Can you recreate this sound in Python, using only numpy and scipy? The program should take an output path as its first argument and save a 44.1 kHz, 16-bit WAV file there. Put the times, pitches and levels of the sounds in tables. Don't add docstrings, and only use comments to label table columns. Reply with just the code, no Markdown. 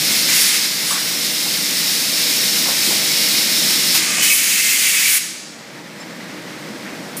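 import sys
import numpy as np
from scipy import signal
from scipy.fft import rfft, irfft
from scipy.io import wavfile
from scipy.ndimage import uniform_filter1d

SR = 44100
rng = np.random.default_rng(int(sys.argv[2]) if len(sys.argv) > 2 else 0)


def materialize(psi):
    bounded = np.clip(np.atleast_2d(psi).T, -1, 1)
    quanta = np.round(bounded * 32767).astype(np.int16)
    wavfile.write(sys.argv[1], SR, quanta)


N = 317520
TIME = np.arange(N) / SR
CUTOFF_HZ = 15280


def from_db(db):
    return 10 ** (np.asarray(db) / 20)


def rms_one(x):
    return x / np.sqrt(np.mean(x ** 2) + 1e-20)


def at_hz(points, hz):
    known_hz, values = np.transpose(points)
    return np.interp(np.log(hz + 1), np.log(known_hz), values)


def filtered(x, response):
    return irfft(rfft(x) * response(np.fft.rfftfreq(len(x), 1 / SR)), len(x))


def drift(rate_hz):
    return rms_one(filtered(rng.standard_normal(N), lambda hz: 1 / (1 + (hz / rate_hz) ** 2)))


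def noise(spectrum, peaks=()):
    def colour(hz):
        resonances = sum(from_db(db) ** 2 / (1 + (2 * (hz - centre) / width) ** 2)
                         for centre, width, db in peaks)
        return from_db(at_hz(spectrum, hz)) * np.sqrt(1 + resonances) * (hz < CUTOFF_HZ)
    return rms_one(filtered(rng.standard_normal(N), colour))


def airy_tone(hz, width_hz):
    turbulence = drift(width_hz) + 1j * drift(width_hz)
    return np.real(turbulence * np.exp(2j * np.pi * np.cumsum(hz * np.ones(N)) / SR))


def envelope(start, end, rise_s, fall_s):
    return np.clip((TIME - start) / rise_s, 0, 1) * np.clip(1 - (TIME - end) / fall_s, 0, 1)


def arch(start, length):
    return np.sin(np.pi * np.clip((TIME - start) / length, 0, 1))


def ejector(level_db=-13, release_at=3.975, bleed_s=0.029, waver_db=0.64):
    # frequency in Hz, level in dB.
    spectrum = [(300, -38), (950, -19.5), (1500, -11.5), (2100, -3.5), (2900, -4.5), (3350, -3),
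                (3700, -0.5), (4400, 0.05), (5500, 1.6), (5780, -2.5), (7000, -5), (7700, -5.5),
                (10400, -5.5), (11300, -8.5), (12400, -7), (15200, -8)]
    # centre in Hz, width in Hz, level in dB against the hiss.
    peaks = [(2120, 220, -1.5), (3700, 240, -10), (5380, 300, -7)]
    # start and end in seconds, gain in dB, rise in seconds.
    surges = [(0.297, 0.663, 2.5, 0.09), (0.32, 0.36, 2.5, 0.025), (0.397, 0.49, 3.5, 0.025),
              (3.941, 3.979, 5, 0.014)]
    # start and length in seconds,
    # first and last pitch in Hz, level in dB against the hiss.
    slides = [(0, .55, 5400, 5350, -19), (.95, 0.9, 5530, 5250, -19), (1.0, 1.1, 3710, 3680, -27),
              (1.85, 1.2, 5170, 5700, -19), (2.95, .95, 3890, 3700, -17.5), (3.05, 1.0, 5540, 5250, -17.5)]
    supply = np.exp(-np.maximum(TIME - release_at, 0) / bleed_s)
    surge_db = sum(db * envelope(start, end, rise, fall_s=0.025) for start, end, db, rise in surges)
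    bands = np.zeros(N)
    for start, length, from_hz, to_hz, db in slides:
        pitch_hz = np.interp(TIME, [start, start + length], [from_hz, to_hz])
        bands += from_db(db) * arch(start, length) * airy_tone(pitch_hz, width_hz=63)
    gain = supply * from_db(level_db + surge_db + waver_db * drift(rate_hz=7))
    return gain * (noise(spectrum, peaks) + bands)


def machines(rumble_db=-29, whirr_db=-29.5, waver_hz=2.33, waver_db=2.5):
    # frequency in Hz, level in dB.
    rumble = [(22, -52), (50, -59), (95, -25), (125, -6), (175, 0), (300, -1), (380, -3), (450, -13.5),
              (800, -38)]
    whirr = [(240, -20.5), (400, -12), (432, -11), (465, -1), (621, -1.5), (690, -5.5), (791, -6),
             (994, -8.5), (1910, -6), (2920, -12), (5190, -12.5), (6610, -17), (15000, -28)]
    # centre in Hz, width in Hz, level in dB against the rumble.
    booms = [(171, 30, -2), (208, 23, 2), (245.6, 7.2, 0.5), (305.7, 12.4, 3.5)]
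    # pitch in Hz, level in dB.
    hum = [(473, -43.5), (635, -47.5), (808, -48.5), (932, -49.5), (1270, -52), (8000, -55)]
    out = from_db(rumble_db) * noise(rumble, booms) + from_db(whirr_db) * noise(whirr)
    for hz, db in hum:
        phase = 2 * np.pi * np.cumsum(hz + waver_hz * drift(rate_hz=5.6)) / SR
        out += np.sqrt(2) * from_db(db + waver_db * drift(rate_hz=5.4)) * np.sin(phase)
    return out


def blow_off(leak_hz=1400, treble_hz=10500, leak_share=0.64, swell_db_per_s=4.5, flutter_db=0.6):
    # frequency in Hz, level in dB.
    spectrum = [(300, -40), (900, -21.5), (1400, -12.5), (2100, 0), (2700, -2.5), (3500, -5), (4800, -4),
                (6000, -3), (7200, -2.5), (8500, -4), (10000, -4.5), (11300, -8), (13400, -9.5),
                (15000, -8)]
    # centre in Hz, width in Hz, level in dB against the air.
    peaks = [(2160, 200, -21), (2700, 110, -3), (3050, 200, -7), (4860, 120, -3), (6900, 200, -3.5),
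             (7660, 170, -10), (9100, 60, 2), (15000, 380, -1)]
    # start and end in seconds, level in dB, treble gain in dB.
    blows = [(0.27, 0.574, -13, -8), (3.967, 4.214, -13.5, -6.5), (4.21, 5.183, -7, 1.5)]
    air = noise(spectrum, peaks)
    low = filtered(air, lambda hz: 1 / (1 + (hz / leak_hz) ** 6))
    body = filtered(air, lambda hz: 1 / (1 + (hz / treble_hz) ** 6))
    middle, treble = body - low, air - body
    out = np.zeros(N)
    for start, end, db, treble_db in blows:
        opening = envelope(start, end, rise_s=0.023, fall_s=0.003)
        swell_db = swell_db_per_s * (np.clip(TIME, start, end) - start)
        hiss = low * from_db(-leak_share * treble_db) + middle + treble * from_db(treble_db)
        out += opening * from_db(db + swell_db) * hiss
    return from_db(flutter_db * drift(rate_hz=12)) * out


def valve_spurts():
    # start and length in seconds, level in dB,
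    # opening and shutting times in seconds, treble roll-off in Hz.
    spurts = [(0.32, 0.13, -7.5, 0.12, .025, 14400), (0.434, 0.16, -10, .03, 0.035, 9600),
              (0.84, 0.12, -8, 0.045, .03, 7560), (3.935, 0.04, -15, 0.012, .01, 17200),
              (4.29, 0.14, -2.5, 0.045, 0.12, 17000), (5.038, 0.15, -1, 0.1, 0.0087, 16800),
              (7.167, 0.058, -20.5, .0006, .055, 16000)]
    # frequency in Hz, level in dB.
    spectrum = [(500, -30), (1300, -5), (2300, -1.5), (5000, 1), (7500, 4), (10000, 12.5), (12500, 8.5),
                (15200, 8.5)]
    out = np.zeros(N)
    for start, length, db, rise, shut, top_hz in spurts:
        opening = np.clip((TIME - start) / rise, 0, 1) * np.clip((start + length - TIME) / shut, 0, 1)
        jet = filtered(noise(spectrum), lambda hz: 1 / np.sqrt(1 + (hz / top_hz) ** 6))
        out += from_db(db) * opening * jet
    return out


def hoist(speed_up_s=0.25, brake_s=1.2, rattle_db=1.96):
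    # start and onset of braking in seconds, level in dB.
    moves = [(.38, .83, -29.5), (5.35, 6.33, -30.5)]
    # frequency in Hz, level in dB.
    spectrum = [(60, -33), (150, 2), (280, -10), (550, -1), (1000, -3.5), (1500, -1.5), (2050, 3.5),
                (2800, -6), (4800, -7.5), (7000, -15), (14000, -27)]
    travel = sum(from_db(db) * envelope(start, end, speed_up_s, brake_s) for start, end, db in moves)
    return travel * from_db(rattle_db * drift(rate_hz=14)) * noise(spectrum)


def cup_whistle(rise_s=0.017, fall_s=0.012, sputter_db=2.0):
    # start and end in seconds, pitch in Hz, level in dB.
    notes = [(0.548, 0.572, 2190, -16), (4.03, 4.3, 1200, -33.5), (4.08, 4.24, 2530, -23.5),
             (4.21, 4.3, 3010, -19), (4.252, 4.342, 2550, -13), (4.28, 4.35, 2270, -15),
             (4.495, 4.538, 2535, -12), (4.535, 4.673, 2300, -19.5), (4.55, 5.173, 2078, -21),
             (4.576, 4.7, 2620, -16), (4.687, 4.872, 2094, -18), (4.84, 5.178, 2285, -16),
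             (4.86, 4.9, 2750, -12), (4.947, 5.0, 2560, -14.5)]
    whistle = sum(from_db(db) * envelope(start, end, rise_s, fall_s) * airy_tone(hz, width_hz=49)
                  for start, end, hz, db in notes)
    return whistle * from_db(sputter_db * drift(rate_hz=20))


def rod_squeaks():
    # start in seconds, pitch in Hz, level in dB, length in seconds.
    squeaks = [(0.898, 4960, -18.5, 0.03), (0.905, 7860, -7, 0.013), (0.929, 7800, -12, 0.017),
               (5.998, 7400, -28, .028), (5.999, 5270, -26, 0.033), (6.243, 4540, -40.5, 0.032)]
    return sum(from_db(db) * arch(start, length) * np.sin(2 * np.pi * hz * TIME)
               for start, hz, db, length in squeaks)


def knocks(band_ratio=1.35):
    # start in seconds, level in dB, centre in Hz, seconds to fall 60 dB.
    contacts = [(0.907, -15, 1150, 0.26), (0.911, -17, 2400, 0.13), (0.933, -20, 1300, 0.3),
                (0.955, -20, 1920, 0.47), (1.46, -28, 856, 0.2), (2.655, -24, 980, 0.28),
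                (2.684, -20, 720, 0.17), (2.864, -24.5, 288, 0.49), (2.905, -26, 650, 0.41),
                (3.945, -26, 1010, 0.37), (4.18, -31, 595, 0.27), (6.0, -29, 940, 0.18),
                (6.85, -29, 1740, 0.61)]
    out = np.zeros(N)
    for start, db, hz, t60 in contacts:
        band = signal.butter(2, [hz / band_ratio, hz * band_ratio], "band", fs=SR, output="sos")
        cluster = rms_one(signal.sosfilt(band, rng.standard_normal(N)))
        decay_db = 60 * np.clip((TIME - start) / t60, 0, 2)
        out += cluster * (TIME >= start) * from_db(db - decay_db)
    return out


def hall_tail(build_s=0.0046, absorb_hz=13000):
    # frequency in Hz, seconds to fall 60 dB.
    ring_times = [(200, 4), (2000, 0.86), (4500, 1.2), (7500, 1), (10500, 0.59), (14500, 0.49)]
    t = TIME[:SR]
    edges_hz = np.geomspace(100, 17000, 36)
    white = rng.standard_normal(SR)
    tail = np.zeros(SR)
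    for low, high in zip(edges_hz, edges_hz[1:]):
        band = filtered(white, lambda hz: ((hz >= low) & (hz < high)) / np.sqrt(1 + (hz / absorb_hz) ** 4))
        t60 = at_hz(ring_times, np.sqrt(low * high))
        tail += band * from_db(-60 * t / t60)
    tail *= 1 - np.exp(-t / build_s)
    return tail / np.linalg.norm(tail)


def hall(x, wet_db):
    angle = 2 * np.pi * TIME / TIME[-1]
    crossfades = np.cos(angle), np.sin(angle)
    echoes = sum(signal.fftconvolve(x * fade, hall_tail())[:N] for fade in crossfades)
    wet = from_db(wet_db)
    return (x + wet * echoes) / np.hypot(1, wet)


def scene():
    air = hall(ejector() + blow_off() + valve_spurts(), wet_db=-6.5) + hall(cup_whistle(), wet_db=-6.0)
    contacts = hall(knocks() + hoist(), wet_db=-22.0) + hall(rod_squeaks(), wet_db=-9.0)
    return np.tile(air + contacts + machines(), (2, 1))


def gain_control(x, threshold_db=-15.0, attack_s=0.045, release_s=1.71, first_cut_db=4.5, hop=220):
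    power = uniform_filter1d(x[0] ** 2, 2 * hop)[::hop]
    level_db = 10 * np.log10(power + 1e-12)
    cut_db, cuts = first_cut_db, []
    for excess_db in np.maximum(level_db - threshold_db, 0):
        lag_s = attack_s if excess_db > cut_db else release_s
        cut_db += (excess_db - cut_db) * (1 - np.exp(-hop / SR / lag_s))
        cuts.append(cut_db)
    return x * from_db(-np.interp(TIME, TIME[::hop], cuts))


def record(dry, low_cut_hz=60, makeup_db=0.69, ceiling=0.75):
    thinned = signal.sosfilt(signal.butter(2, low_cut_hz, "high", fs=SR, output="sos"), dry)
    levelled = from_db(makeup_db) * gain_control(thinned)
    rounded = levelled / (1 + (levelled / ceiling) ** 6) ** (1 / 6)
    return signal.sosfilt(signal.ellip(12, .1, 80, CUTOFF_HZ, fs=SR, output="sos"), rounded)


dry = scene()
out = record(dry)
materialize(out)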